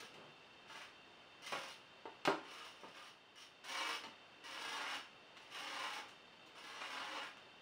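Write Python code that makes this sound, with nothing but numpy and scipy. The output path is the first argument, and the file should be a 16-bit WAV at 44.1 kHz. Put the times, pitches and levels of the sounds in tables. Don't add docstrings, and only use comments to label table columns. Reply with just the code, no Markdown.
import sys
import numpy as np
from scipy import signal
from scipy.fft import rfft, irfft
from scipy.io import wavfile

SR = 44100
rng = np.random.default_rng(int(sys.argv[2]) if len(sys.argv) > 2 else 0)


def generate_wav(sig):
    pcm = np.round(np.clip(np.atleast_2d(sig).T, -1, 1) * 32767).astype(np.int16)
    wavfile.write(sys.argv[1], SR, pcm)


N = 335772

# start in seconds, end in seconds, nib hiss in dB,
# board drag in dB, attack in seconds, release in seconds, pressure gained over the stroke in dB,
# chatter pitch in Hz, chatter in dB against the peak push.
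STROKES = [(-.01, 0.081, -62.5, -64, 0.0088, 0.028, -14, 1290, -4),
           (0.672, 0.874, -66.5, -56, 0.023, 0.058, -1.5, 1180, -19),
           (1.419, 1.752, -60, -57.5, 0.017, 0.057, -1, 1020, -18),
           (2.434, 2.739, -63.5, -57.5, 0.087, 0.075, 0, 1230, -7),
           (2.74, 2.96, -75, -67, 0.024, 0.026, -3, 1200, -9),
           (2.938, 3.11, -64.5, -59.5, 0.11, 0.029, -14, 1180, -3),
           (3.355, 3.475, -61.5, -63, 0.0082, 0.056, -2, 5500, -3),
           (3.636, 3.983, -53.5, -47.5, 0.077, 0.033, 3, 2280, -9),
           (4.435, 4.997, -58.5, -49, 0.0087, 0.059, 12, 845, -8.5),
           (5.35, 5.5, -76, -68.5, .01, .01, 7, 845, -2),
           (5.496, 6.022, -59, -49.5, 0.033, .04, 8.5, 845, -5.5),
           (6.549, 7.31, -63.5, -51, 0.028, 0.089, 8.5, 845, -9.5)]
# frequency in Hz, level in dB against the nib speed gain.
NIB = [(2200, -8.5), (2930, -2), (5500, -11.5)]
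# frequency in Hz, relative density in dB per Hz.
HISS_SPECTRUM = [(200, -22), (700, -14), (1300, -7.5), (2200, 1), (3000, 5), (3500, 2), (4600, -2),
                 (5500, 0.5), (6400, -6), (7900, -16), (8600, -8.5), (10000, -9), (14500, -19.5),
                 (16000, -11.5)]
# frequency in Hz, gain in dB.
DRAG_SPECTRUM = [(80, -37), (200, -18), (290, -2), (380, -9.5), (650, -2), (850, -1), (1200, 1.7),
                 (1900, 0.6), (2900, -3.5), (3600, -5), (5000, -13), (8000, -22), (16000, -67)]
UNSTEADY_DB, UNSTEADY_PER_S = 0.3, 22


def marker(hiss_db=6.0, drag_db=1.5, nib_chatter_db=0.0):
    speed, pressure, stroke_tone = np.zeros((3, N))
    t = np.arange(N) / SR
    for start, end, *shape, chatter_hz, chatter_db in STROKES:
        span = (t >= start) & (t < end)
        nib, push = stroke_gains(t[span], start, end, *shape)
        speed[span] += nib
        pressure[span] += push
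        tone_gain = from_db(chatter_db) * push ** 2 / push.max()
        stroke_tone[span] += tone_gain * chatter(chatter_hz, size=SR)[-len(push):]
    nib_tone = sum(from_db(db + nib_chatter_db) * chatter(hz, size=N) for hz, db in NIB)

    nib_slips = fibre_slips(per_s=14000, spread_db=7.0, clump_db=3.5)
    hiss = rms_one(colour(nib_slips, HISS_SPECTRUM))
    drag_slips = fibre_slips(per_s=3000, spread_db=1.0, clump_db=2.5)
    drag = rms_one(colour(board(drag_slips, ring_db=23), DRAG_SPECTRUM))

    at_nib = speed * (from_db(hiss_db) * hiss + nib_tone)
    on_board = from_db(drag_db) * pressure * drag
    unsteady = from_db(UNSTEADY_DB * drift(UNSTEADY_PER_S))
    return unsteady * (at_nib + on_board + stroke_tone)


TOUCH_S, TOUCH_SHARE = 0.0047, 0.43
HISS_FOLLOWS = .27
ARCH_DB = 3.5


def stroke_gains(t, start, end, hiss_db, drag_db, attack_s, release_s, build_db):
    landed = np.clip((t - start) / TOUCH_S, 0, 1)
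    speeding_up = np.clip(TOUCH_SHARE + (1 - TOUCH_SHARE) * (t - start) / attack_s, 0, 1)
    lifting_off = np.clip((end - t) / release_s, 0, 1)
    speed = landed * speeding_up * lifting_off
    progress = np.clip((t - start) / (end - start), 0, 1)
    press_db = build_db * (progress - .5) + ARCH_DB * (np.sin(np.pi * progress) - .5)
    return speed * from_db(hiss_db + HISS_FOLLOWS * press_db), speed * from_db(drag_db + press_db)


def fibre_slips(per_s, spread_db, clump_db):
    slips = (rng.random(N) < per_s / SR) * rng.standard_normal(N)
    return slips * from_db(spread_db * rng.standard_normal(N) + clump_db * drift(180))


def chatter(hz, size, relative_width=0.042):
    width_hz = relative_width * hz
    narrow = resonance(rng.standard_normal(size), hz, width_hz)
    return rms_one(resonance(narrow, hz, 4 * width_hz))


# frequency in Hz, level in dB before weighting by t60, t60 in seconds.
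BOARD_MODES = [(95.6, -2.5, 0.59), (170.7, -6.5, 0.43), (279, -9, 0.13), (288, -2.5, 0.037),
               (310, -6.5, 0.23), (402, -3, 0.26), (458.8, -1.5, 0.35), (540, -5.5, 0.36), (558, -12, 0.21),
               (710, -17, 0.11), (730, -8.5, 0.16), (845, -16.5, 0.63), (918, 5, 0.049), (1030, 7, 0.04),
               (1078, -10, 0.36), (1173.6, 2.5, 0.096), (1290, -25, 0.07), (1407, -3.5, 0.17),
               (1470, -8, 0.053), (1610, -5.5, 0.065), (2200, -5, 0.026), (2878, 16, 0.017)]


def board(force, ring_db):
    rings = np.zeros(len(force))
    for hz, db, t60 in BOARD_MODES:
        width_hz = np.log(1000) / (np.pi * t60)
        rings += from_db(db) * t60 * resonance(force, hz, width_hz)
    return force + from_db(ring_db) * rings


# time in seconds, relative strength in dB, contact brightness in Hz,
# rattle in dB against the push, rattle decay to 1/e in seconds.
KNOCKS = [(.14, -44, 5100, 10.5, 0.011), (1.523, -20, 3320, 4, 0.018), (1.5245, -11.5, 900, 3.5, 0.027),
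          (1.525, -15, 190, 10, 0.037), (2.055, -21.5, 1130, 5.5, 0.0073),
          (2.2518, -17.5, 4420, 7.5, 0.006), (2.2759, 2.5, 920, -6.5, 0.0027),
          (2.2823, 6, 540, -1.5, 0.017), (2.834, -20.5, 700, 3, 0.015), (3.6425, -35.5, 6500, -1, 0.0063),
          (4.038, -25.5, 3720, 2.5, .017), (4.048, -26, 170, 5, 0.026), (5.369, -32.5, 3800, 2.5, 0.012),
          (6.085, -44, 7000, 9, 0.022), (6.462, -47, 7000, 7, 0.018), (6.641, -36, 4000, 6, 0.0065),
          (7.371, -35.5, 4000, -1, .007)]
# frequency in Hz, gain in dB.
KNOCK_SPECTRUM = [(40, -40), (70, -27), (100, -21), (170, -11.5), (290, 2), (450, -1), (900, 3.5),
                  (1600, 1.5), (3000, 3), (5500, -2), (9000, -2.5), (16000, 5)]


def knocks(level_db=8):
    force = np.zeros(N)
    t = np.arange(SR // 5) / SR
    for s, db, bright_hz, rattle_db, rattle_s in KNOCKS:
        rattle = rng.standard_normal(len(t)) * np.exp(-t / rattle_s)
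        push = -1.0 * (t == 0)
        blow = push + from_db(rattle_db) * rattle / np.linalg.norm(rattle)
        blow = signal.sosfilt(signal.butter(2, min(bright_hz, SR / 3), fs=SR, output="sos"), blow)
        start = round(s * SR)
        force[start:start + len(t)] += from_db(db) * blow[:N - start]
    return from_db(level_db) * colour(board(force, ring_db=17.0), KNOCK_SPECTRUM)


# middle in seconds, length in seconds, relative level in dB.
HAND_SHIFTS = [(0.015, 0.12, -60.5), (0.219, 0.25, -57.5), (0.724, 0.42, -68.5), (1.113, 0.2, -71),
               (1.566, .16, -55.5), (2.87, 0.15, -61), (4.07, 0.18, -63), (7.417, 0.5, -70)]
# frequency in Hz, gain in dB.
RUB_SPECTRUM = [(50, -28), (140, 3.5), (300, 2), (700, -3), (1400, -10), (4000, -23), (16000, -52)]


def hand():
    t = np.arange(N) / SR
    motion = np.zeros(N)
    for middle, length, db in HAND_SHIFTS:
        motion += from_db(db) * np.cos(np.pi * np.clip((t - middle) / length, -.5, .5))
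    rub = fibre_slips(per_s=3500, spread_db=5.0, clump_db=1.5)
    return motion * rms_one(colour(rub, RUB_SPECTRUM))


# frequency in Hz, relative density in dB per Hz.
AIR_SPECTRUM = [(25, -14.5), (60, -11.5), (110, -2), (330, 1.5), (700, 2), (1400, 0), (2000, -2.5),
                (3400, -10.5), (5000, -13), (7000, -22.5), (10000, -29.5), (16000, -40.5)]
# frequency in Hz, half the width in Hz of each of two passes, relative level in dB.
WHIRR = [(2710, 105, 6), (2780, 78, -10), (3097, 95, 4.5), (3613, 68, 3.5), (4410, 180, -6),
         (4680, 57, -7.5)]
DIP_AT_S, DIP_WIDTH_S, DIP_DB = 3.31, 0.45, -3.3


def background(air_db=-64.0, whirr_db=-66.5):
    t = np.arange(N) / SR
    air = rms_one(colour(rng.standard_normal(N), AIR_SPECTRUM))
    whirr = np.zeros(N)
    for hz, width_hz, db in WHIRR:
        band = resonance(rng.standard_normal(N), hz, 2 * width_hz)
        whirr += from_db(db) * resonance(band, hz, 2 * width_hz)
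    dip = from_db(DIP_DB * np.exp(-((t - DIP_AT_S) / DIP_WIDTH_S) ** 2))
    return dip * (from_db(air_db) * air + from_db(whirr_db) * rms_one(whirr))


def room(x, level_db=-4.0, turns_per_s=1.5, shadow_hz=500, shadow_left=0.7):
    shadowed = signal.lfilter(*signal.butter(1, shadow_hz, fs=SR), x)
    direct = shadow_left * x + (1 - shadow_left) * shadowed
    angle = 2 * np.pi * turns_per_s * np.arange(N) / SR
    echoes = np.zeros(N)
    for share in (np.cos(angle), np.sin(angle)):
        echoes += signal.oaconvolve(x * share, reflections())[:N]
    return from_db(level_db) * (direct + echoes)


# frequency in Hz, t60 in seconds.
ROOM_DECAY = [(100, 0.66), (500, 0.3), (2000, 0.39), (6000, 0.36), (14000, 0.3)]


def reflections(tail_db=0, early_db=-3, early_s=0.0069, gap_s=0.0013, bass_hz=380):
    t = np.arange(SR // 2) / SR
    hz, when, cells = signal.stft(rng.standard_normal(len(t)), SR, nperseg=256)
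    decay = 1000. ** (-when / at_hz(ROOM_DECAY, hz)[:, None])
    tail = signal.istft(cells * decay, SR)[1][:len(t)]
    early = rng.standard_normal(len(t)) * np.exp(-t / early_s)
    echoes = from_db(tail_db) * tail / np.linalg.norm(tail)
    echoes += from_db(early_db) * early / np.linalg.norm(early)
    echoes *= np.clip(t / gap_s - 1, 0, 1)
    return signal.sosfilt(signal.butter(2, bass_hz, "high", fs=SR, output="sos"), echoes)


def from_db(db):
    return 10 ** (np.asarray(db) / 20)


def rms_one(x):
    return x / np.sqrt(np.mean(x ** 2) + 1e-20)


def at_hz(points, hz):
    points = np.array(points)
    return np.interp(np.log(hz + 1e-6), np.log(points[:, 0]), points[:, 1])


def colour(x, points, size=4096):
    gain = from_db(at_hz(points, np.fft.rfftfreq(size, 1 / SR)))
    cepstrum = irfft(np.log(gain))
    cepstrum[1:size // 2] *= 2
    cepstrum[size // 2 + 1:] = 0
    return signal.oaconvolve(x, irfft(np.exp(rfft(cepstrum))))[:N]


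def drift(per_s):
    place = np.arange(N) / SR * per_s
    return rms_one(np.interp(place, np.arange(N), rng.standard_normal(N)))


def resonance(x, hz, width_hz):
    r = np.exp(-np.pi * width_hz / SR)
    zeros = np.array([1, 0, -1]) * (1 - r * r) / 2
    poles = [1, -2 * r * np.cos(2 * np.pi * hz / SR), r * r]
    return signal.lfilter(zeros, poles, x + 1e-18)


def scene():
    return (room(marker() + knocks() + hand()) + background())[None]


# frequency in Hz, gain in dB.
MICROPHONE = [(9800, 0.5), (10600, -6), (11300, -15), (12200, -20), (13000, -7.5), (14200, 5), (15500, -3)]
CUTOFF_HZ = 15700


def record(dry, self_noise_db=-97):
    heard = colour(dry[0], MICROPHONE) + from_db(self_noise_db) * rng.standard_normal(N)
    return signal.sosfilt(signal.ellip(12, .1, 80, CUTOFF_HZ, fs=SR, output="sos"), heard)[None]


dry = scene()
out = record(dry)
generate_wav(out)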